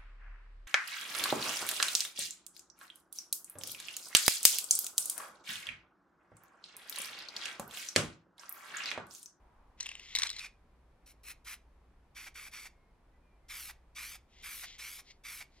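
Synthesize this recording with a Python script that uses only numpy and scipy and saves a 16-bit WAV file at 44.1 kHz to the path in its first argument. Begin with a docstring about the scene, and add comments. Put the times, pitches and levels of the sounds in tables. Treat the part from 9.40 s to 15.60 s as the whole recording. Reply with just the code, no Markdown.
"""Spray can in a walled garden

An aerosol can sprays paint onto a hand-held card: short trial puffs, then five passes to and fro.
Crackles and dry rubs sound close by as the can is raised; fainter rubs return during the passes.
Spray is shaped noise: wet sputter through a resonant nozzle, drying to a hiss, with a spit near closing.
In each pass a near reflection combs the hiss at a moving delay. Cracks are noisy clicks into ringing modes.
Behind: a short yard tail, outdoor rumble, distant traffic (wash and drone) and faint far whistles.
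"""
import sys
import numpy as np
from scipy import signal
from scipy.fft import rfft, irfft
from scipy.io import wavfile
from scipy.ndimage import map_coordinates

SR = 44100
rng = np.random.default_rng(int(sys.argv[2]) if len(sys.argv) > 2 else 0)


def store_pcm(level_fs):
    """Save levels as 16-bit WAV."""
    pcm = np.round(np.clip(level_fs, -1, 1) * 32767).astype(np.int16)
    wavfile.write(sys.argv[1], SR, np.atleast_2d(pcm).T)


N = 273420
TIME_S = np.arange(N) / SR
FREQS_HZ = np.arange(N // 2 + 1) * SR / N

# Nozzle presses. Each row: opening in seconds, closing in seconds, time to open fully in seconds,
# initial hiss in dB, sputter before drying in dB, initial sizzle away from the front in dB, spit in dB,
# nozzle cavity in Hz, cavity strength in dB, reflection delay at the start in ms,
# sweep (1 delay grows, -1 delay shrinks, 0 held still).
PRESS_ROWS = [(0.78, 0.862, 0.013, -48.5, -43, -59, -43.5, 2330, -23, .49, 0),
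              (0.983, 1.065, 0.01, -49.5, -44.5, -64, -52, 2510, 11.5, 1.11, 0),
              (1.656, 1.716, 0.01, -62.5, -64, -63, -80, 2265, 3, .73, 0),
              (1.831, 1.915, 0.056, -51.5, -47.5, -49.5, -59, 2540, 10, .75, 0),
              (2.044, 2.142, 0.036, -50, -45.5, -49.5, -61, 2370, -28, 1.0, 0),
              (2.746, 2.88, 0.025, -52.5, -47.5, -56, -49, 2280, -4, .88, 0),
              (2.94, 3.081, 0.023, -52.5, -47, -55, -54, 2290, 0, .88, 0),
              (3.11, 3.27, 0.027, -51.5, -47, -56, -51.5, 2270, 1, .88, 0),
              (4.082, 4.306, 0.024, -48, -46.5, -53.5, -46.5, 2250, -10.5, 0.545, 1),
              (4.548, 4.758, 0.019, -48, -44.5, -56, -52.5, 2340, 1.5, .89, -1),
              (5.02, 5.249, 0.028, -50.5, -46.5, -53, -47, 2350, -3.5, .57, 1),
              (5.379, 5.601, 0.016, -48, -45, -56, -53.5, 2290, 6, .84, -1),
              (5.834, 6.023, 0.022, -50, -46, -55.5, -47, 2260, 0.5, .81, 1)]
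# Spray colour. Each row: frequency in Hz, relative density in dB per Hz.
SPRAY_COLOUR = [(900, -15), (1280, -6), (1650, -7.5), (2000, -4), (2350, -1.5), (2850, -9.5), (3700, -10.5),
                (5000, -10.5), (5800, -9), (7200, -15.5), (9500, -9), (11800, -3.5), (13500, -8),
                (15700, -15.5)]
# Closing spit colour. Each row: frequency in Hz, relative density in dB per Hz.
SPIT_COLOUR = [(350, -31), (750, -7), (1200, -7.5), (1900, -2), (2350, 1), (2900, -11), (5000, -12.5),
               (9000, -17), (15000, -37)]
# Dry cracks. Each row: start in seconds, energy in dB, own ring in Hz.
CRACK_ROWS = [(.402, -18, 2700), (0.4059, -10.5, 5970), (.4075, -12, 4000), (.429, -17.5, 5800),
              (0.4595, -15.5, 2780), (.466, -15, 2700), (0.4902, -14.5, 2800), (.516, -19, 2530),
              (.553, -19, 2830), (.596, -21.5, 2770), (0.7516, -1.5, 3850), (0.7608, -3, 3780),
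              (.771, -11.5, 2100), (.787, -4.5, 3900), (0.797, -11, 3970), (.8199, -5, 3850),
              (0.8331, -1, 3820), (.8665, -15, 3920), (0.8708, -12.5, 4120), (.8928, -14.5, 3420),
              (.902, -10, 4080), (0.912, -16.5, 4000), (.930, -22.5, 3650), (.965, -18, 4180),
              (.9862, -20, 4850), (0.9939, -15, 4030)]
# Modes shared by all cracks. Each row: frequency in Hz, mean strength in dB, T60 in seconds.
SHARED_MODES = [(1155, -25, 0.014), (1920, -10, 0.0027), (2234, -18.5, 0.009), (3866, -15.5, 0.0091),
                (4630, -29, 0.015), (5830, -10, .010), (5950, -11, 0.0021), (7330, -4.5, 0.0034),
                (8710, -13.5, 0.012), (12100, -17.5, 0.007)]
# Friction colour. Each row: frequency in Hz, relative density in dB per Hz.
RUB_COLOUR = [(900, -23.5), (1600, -21), (2050, -2.5), (2550, -9.5), (3200, -7), (4300, -10), (5100, -10.5),
              (7000, -12), (9000, -31), (14000, -39.5)]
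# Dry rubs as the arm moves. Each row: start in seconds, fullest in seconds, end in seconds,
# gain at the fullest in dB, resonance at full speed in Hz.
RUB_ROWS = [(0.371, 0.45, 0.68, -55.5, 2930), (0.559, 0.748, 1.1, -53.5, 3440),
            (0.926, 0.984, 1.01, -52, 4240), (4.875, 5.291, 5.41, -55.5, 3790),
            (5.634, 5.712, 5.73, -60, 4800), (6.086, 6.181, 6.24, -72, 4630)]
# Garden background colour. Each row: frequency in Hz, relative density in dB per Hz.
GARDEN_COLOUR = [(12, -31.5), (20, -1), (65, -4), (76, -12), (95, -14), (130, -15.5), (374, -20.5),
                 (495, -22.5), (731, -24), (1600, -31), (2430, -34), (2710, -37.5), (7210, -48),
                 (11300, -49), (15700, -63.5)]
# Garden stereo likeness. Each row: frequency in Hz, left-right correlation.
GARDEN_LIKENESS = [(60, .9998), (125, 1), (250, 0.77), (400, 0.85), (900, 0.84), (2500, 0.4), (6000, 0.092),
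                   (14000, .1)]
# Traffic wash colour. Each row: frequency in Hz, relative density in dB per Hz.
WASH_COLOUR = [(400, -7.5), (750, 5), (1000, 7.5), (1300, 0), (2500, -16), (6000, -47)]
# Traffic wash. Each row: time in seconds, level in dB.
WASH_LEVELS = [(0, -70.5), (.22, -70), (.5, -79.5), (4.3, -80), (6.2, -91.5)]
# Traffic drone. Each row: time in seconds, level in dB.
DRONE_LEVELS = [(0, -81.5), (2.45, -66.5), (3.7, -75.5), (4.3, -66), (5.0, -68), (5.6, -83.5)]
# Far whistles, like a bird's. Each row: start in seconds, length in seconds, first pitch in Hz,
# last pitch in Hz, peak amplitude in dB.
WHISTLE_ROWS = [(3.23, 0.32, 2190, 2140, -79.5), (3.72, .07, 1974, 1985, -77.5),
                (3.819, 0.17, 2450, 2360, -78.5), (4.016, 0.13, 2086, 2070, -79)]

# unseal time, flow share released at once; closing decay; liquid arrives just after the gas
UNSEAL_S, UNSEAL_SHARE, SHUT_S, WETTING_S = 0.005, 0.25, 0.0095, 0.016
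HISS_SAG_DB_PER_S, DRYING_DB_PER_S = 28, 68  # while a press is held
NOZZLE_WIDTH_HZ = 220
REFLECTION_GAIN, SECOND_REFLECTION_GAIN = 0.46, -0.15
SWEEP_MS, SWEEP_BOW_MS = 0.287, 0.038  # delay change over one pass, and its dip in mid-pass
FRONT_AT, FRONT_WIDTH = 0.57, 0.37  # shares of a pass: can in front of the microphone
FRONT_SIZZLE_DB = 4.5
SIDE_LEAD_US, FRONT_LEAD_US = 33.5, 14  # left-port lead of the gas, can aside and in front
CRUMBS_PER_S, CRUMB_DB, CRUMB_FADE_S = 220, -13, 0.02  # small random clicks after each crack
RUB_BEND, RUB_WIDTH_HZ, RUB_RING_DB = 0.17, 1600, -1.5  # bend: share the resonance drops at rest
YARD_T60_S, YARD_DB = 0.23, -17.5
GARDEN_DB, DRONE_HZ = -64.5, 59.1
CUTOFF_HZ = 15800


def spray(sputter_rough_db, hiss_rough_db, spread):
    """Turbulent gas hisses and sags; liquid lumps make the nozzle resonance flutter until it dries."""
    opens, closes, open_s, hiss_db, sputter_db, sizzle_db, spit_db, _, _, start_ms, sweep = latest_press()
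    held_s = np.clip(TIME_S, opens, closes) - opens
    echo_ms, in_front = hand(held_s / (closes - opens), start_ms, sweep)
    lead_us = SIDE_LEAD_US + (FRONT_LEAD_US - SIDE_LEAD_US) * in_front
    flow, spit_shape = valve(opens, closes, open_s, spit_lead_s=0.0054, spit_s=0.012)
    colour = from_db(per_bin(SPRAY_COLOUR))
    lumps = drift(rate_hz=170)

    liquid = from_db(sputter_db - DRYING_DB_PER_S * held_s) * (1 - np.exp(-held_s / WETTING_S))
    spit_noise = noise(from_db(per_bin(SPIT_COLOUR)) * band(569.2, 14970))
    wet = liquid * sputter(colour, flow) + from_db(spit_db) * spit_shape * spit_noise
    wet *= rms_one(from_db(sputter_rough_db * lumps))

    surge = flow * rms_one(from_db(hiss_rough_db * lumps))
    hiss_gain = surge * from_db(hiss_db - HISS_SAG_DB_PER_S * held_s)
    sizzle_gain = surge * from_db(sizzle_db + FRONT_SIZZLE_DB * in_front)
    gas = hiss_gain * noise(colour * band(2810, 8460))
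    gas += sizzle_gain * noise(colour * band(7310, 17000))

    # only the short waves bounce off surfaces as small as hand and card
    direct = ports(wet, 0.19 * lead_us, pan_db=-2.1)
    direct += ports(combed(gas, echo_ms), lead_us, pan_db=1.0)
    # the plume is wide, so part of its sizzle differs between the ports
    plume = spread * sizzle_gain * pair(colour * band(5900, 15900), alike=0)
    return direct + np.array([combed(side, echo_ms) for side in plume])


def latest_press():
    """At every sample, the columns of the press that began last (the first, before any)."""
    rows = np.array(PRESS_ROWS)
    return rows[np.maximum(np.searchsorted(rows[:, 0], TIME_S) - 1, 0)].T


def hand(progress, start_ms, sweep):
    """A pass slides the reflection delay (ms) and brings the can before the microphone (0-1)."""
    way = np.sign(np.round(sweep))
    bow_ms = abs(way) * SWEEP_BOW_MS * np.sin(np.pi * progress)
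    echo_ms = start_ms + way * SWEEP_MS * progress - bow_ms
    in_front = abs(way) * np.exp(-((progress - FRONT_AT) / FRONT_WIDTH) ** 2)
    return echo_ms, in_front


def valve(opens, closes, open_s, spit_lead_s, spit_s):
    """The valve unseals, opens fully under the finger and springs shut; the spit peaks just before."""
    age_s = np.maximum(TIME_S - opens, 0)
    travel = UNSEAL_SHARE + (1 - UNSEAL_SHARE) * np.minimum(age_s / open_s, 1) ** 2
    shutting = np.exp(-np.clip((TIME_S - closes) / SHUT_S, 0, 20))
    flow = np.minimum(age_s / UNSEAL_S, 1) * travel * shutting
    spit_shape = np.exp(-np.minimum(np.abs((TIME_S - closes + spit_lead_s) / spit_s) ** 3, 20))
    return flow, spit_shape


def sputter(colour, flow):
    """Liquid breaks up in the nozzle; its cavity colours the noise differently at each press."""
    out = np.zeros(N)
    spectrum = rfft(rng.standard_normal(N)) * colour * band(887, 2990)
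    for opens, *_, cavity_hz, cavity_db, _, _ in PRESS_ROWS:
        offset = (FREQS_HZ - cavity_hz) / (NOZZLE_WIDTH_HZ / 2)
        cavity = 1 + from_db(cavity_db) / (1 + offset ** 2)
        at = round(opens * SR)
        out[at:] = rms_one(irfft(spectrum * cavity, N))[at:]
    return out * flow


def combed(x, echo_ms, second_ms=0.07):
    """Two near reflections comb the gas noise; the comb slides as the delay moves."""
    first = delayed(x, echo_ms / 1000)
    second = delayed(x, (echo_ms + second_ms) / 1000)
    total = x + REFLECTION_GAIN * first + SECOND_REFLECTION_GAIN * second
    return total / np.linalg.norm([1, REFLECTION_GAIN, SECOND_REFLECTION_GAIN])


def crackle(ring_t60_s, ring_db, crumble_s, crumble_db, scatter_db, low_hz, high_hz):
    """Each crack is a snap and brief crumbling that excite its own pitch and the shared modes."""
    out, age_s = np.zeros(N), TIME_S[:SR // 10]
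    small_body = signal.butter(2, [low_hz, min(high_hz, SR / 3)], "band", fs=SR, output="sos")
    for start_s, energy_db, hz in CRACK_ROWS:
        push = from_db(crumble_db) * rng.standard_normal(len(age_s)) * np.exp(-age_s / crumble_s)
        crumbs = (rng.random(len(age_s)) < CRUMBS_PER_S / SR) * rng.uniform(-1, 1, len(age_s))
        push += from_db(CRUMB_DB) * crumbs * np.exp(-age_s / CRUMB_FADE_S)
        push[0] += 1  # snap
        crack = from_db(ring_db) * ring(push, hz, ring_t60_s)
        for k, (mode_hz, mode_db, t60_s) in enumerate(SHARED_MODES):
            mode_gain = (-1) ** k * from_db(mode_db + rng.normal(0, scatter_db))
            crack += mode_gain * ring(push, mode_hz, t60_s)
        crack = signal.sosfilt(small_body, crack)
        at = round(start_s * SR)
        out[at:at + len(age_s)] += from_db(energy_db) * crack / np.linalg.norm(crack)
    return ports(out + rubbing(grains_per_s=350, grain_db=-3.5), lead_us=60.0, pan_db=2.0)


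def rubbing(grains_per_s, grain_db):
    """Dry friction: rough hiss, tiny slips and a broad resonance that rises with the rub's speed."""
    colour = from_db(per_bin(RUB_COLOUR)) * band(800, 15640)
    slips = (rng.random(N) < grains_per_s / SR) * rng.standard_normal(N)
    grains = rms_one(irfft(rfft(slips) * colour, N))
    friction = noise(colour) + from_db(grain_db) * grains
    flutter = from_db(RUB_RING_DB) * np.sqrt(2) * drift(rate_hz=RUB_WIDTH_HZ / 2)
    out = np.zeros(N)
    for starts, fullest, ends, db, full_hz in RUB_ROWS:
        speed = np.interp(TIME_S, [starts, fullest, ends], [0, 1, 0])
        resonance = flutter * sine(full_hz * (1 - RUB_BEND * (1 - speed)))
        out += from_db(db) * speed * (friction + resonance)
    return out


def yard(x, dull_hz, onset_s, width):
    """Wall, ground and leaves scatter a short dull tail, partly different at each port."""
    age_s = TIME_S[:SR // 2]
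    envelope = from_db(-60 * age_s / YARD_T60_S) * (1 - np.exp(-age_s / onset_s))
    mid, side = rng.standard_normal((2, len(age_s))) * envelope
    lowpass = signal.butter(2, min(dull_hz, SR / 3), fs=SR, output="sos")
    tail = signal.sosfilt(lowpass, mid + width * side * [[1], [-1]])
    tail /= np.sqrt(np.sum(tail ** 2, axis=1, keepdims=True))
    return from_db(YARD_DB) * signal.fftconvolve(x, tail, axes=1)[:, :N]


def garden():
    """Outdoor rumble, far traffic as a noise wash and a wavering sine drone, and far whistles."""
    air = from_db(GARDEN_DB) * pair(from_db(per_bin(GARDEN_COLOUR)), per_bin(GARDEN_LIKENESS))
    wash = level_gain(WASH_LEVELS) * pair(from_db(per_bin(WASH_COLOUR)), alike=0.65)
    drone = level_gain(DRONE_LEVELS) * np.sqrt(2) * sine(DRONE_HZ + 1.5 * drift(rate_hz=3.8))
    return air + wash + drone + whistles(waver_hz=8.1)


def whistles(waver_hz):
    """Thin far sine notes that glide a little and waver in pitch."""
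    out, waver = np.zeros(N), waver_hz * drift(rate_hz=16)
    for starts, length_s, first_hz, last_hz, db in WHISTLE_ROWS:
        progress = np.clip((TIME_S - starts) / length_s, 0, 1)
        hz = last_hz + (first_hz - last_hz) * (1 - progress) ** 2 + waver
        envelope = np.sqrt(np.abs(np.sin(np.pi * progress)))
        out += from_db(db) * envelope * sine(hz)
    return out


def from_db(db):
    """Decibels to gain."""
    return 10 ** (np.asarray(db) / 20)


def rms_one(x):
    """Scale to unit power."""
    return x / np.sqrt(np.mean(x ** 2) + 1e-20)


def level_gain(rows):
    """Gain at every sample from rows of time and dB."""
    s, db = np.transpose(rows)
    return from_db(np.interp(TIME_S, s, db))


def per_bin(points):
    """A table over frequency, joined on a log axis."""
    hz, value = np.transpose(points)
    return np.interp(np.log(FREQS_HZ + 1), np.log(hz), value)


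def noise(gain):
    """Unit-power noise shaped by a gain per frequency."""
    return rms_one(irfft(rfft(rng.standard_normal(N)) * gain, N))


def band(low_hz, high_hz):
    """Gain of a steep band-pass."""
    return ((1 + (low_hz / (FREQS_HZ + 1)) ** 12) * (1 + (FREQS_HZ / high_hz) ** 12)) ** -0.5


def drift(rate_hz):
    """Low-passed random motion of unit power."""
    return noise(1 / (1 + (FREQS_HZ / rate_hz) ** 2))


def pair(gain, alike):
    """Stereo noise with the given correlation between the sides."""
    alike = np.clip(alike, -1, 1)
    mid, side = rfft(rng.standard_normal((2, N))) * gain
    return rms_one(irfft(np.sqrt(1 + alike) * mid + np.sqrt(1 - alike) * side * [[1], [-1]], N))


def sine(hz):
    """Sine of height 1 that follows a pitch given at every sample."""
    return np.sin(2 * np.pi * np.cumsum(hz) / SR)


def delayed(x, seconds):
    """Read a signal through a moving delay."""
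    return map_coordinates(x, [(TIME_S - seconds) * SR], order=3)


def ports(x, lead_us, pan_db):
    """The left port hears the source sooner by the lead, and louder by the pan (softer if negative)."""
    return np.array([x * from_db(pan_db / 2), delayed(x, lead_us / 1e6) * from_db(-pan_db / 2)])


def ring(x, hz, t60_s):
    """Two-pole resonator: a unit click starts a decaying sine of height 1."""
    r, w = from_db(-60 / (max(t60_s, 0.001) * SR)), 2 * np.pi * hz / SR
    return signal.lfilter([0, np.sin(w)], [1, -2 * r * np.cos(w), r * r], x + 1e-18)


def scene():
    """The near sounds, their yard tail and the garden."""
    near = spray(sputter_rough_db=2.0, hiss_rough_db=1.18, spread=0.45)
    near = near + crackle(ring_t60_s=0.0073, ring_db=1.0, crumble_s=0.0025, crumble_db=-16,
                          scatter_db=3.0, low_hz=817, high_hz=9600)
    return near + yard(near, dull_hz=6840, onset_s=0.004, width=0.3) + garden()


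def record(dry):
    """The top is cut steeply by an elliptic low-pass."""
    return signal.sosfilt(signal.ellip(12, 0.1, 80, CUTOFF_HZ, fs=SR, output="sos"), dry)


dry = scene()
out = record(dry)
store_pcm(out)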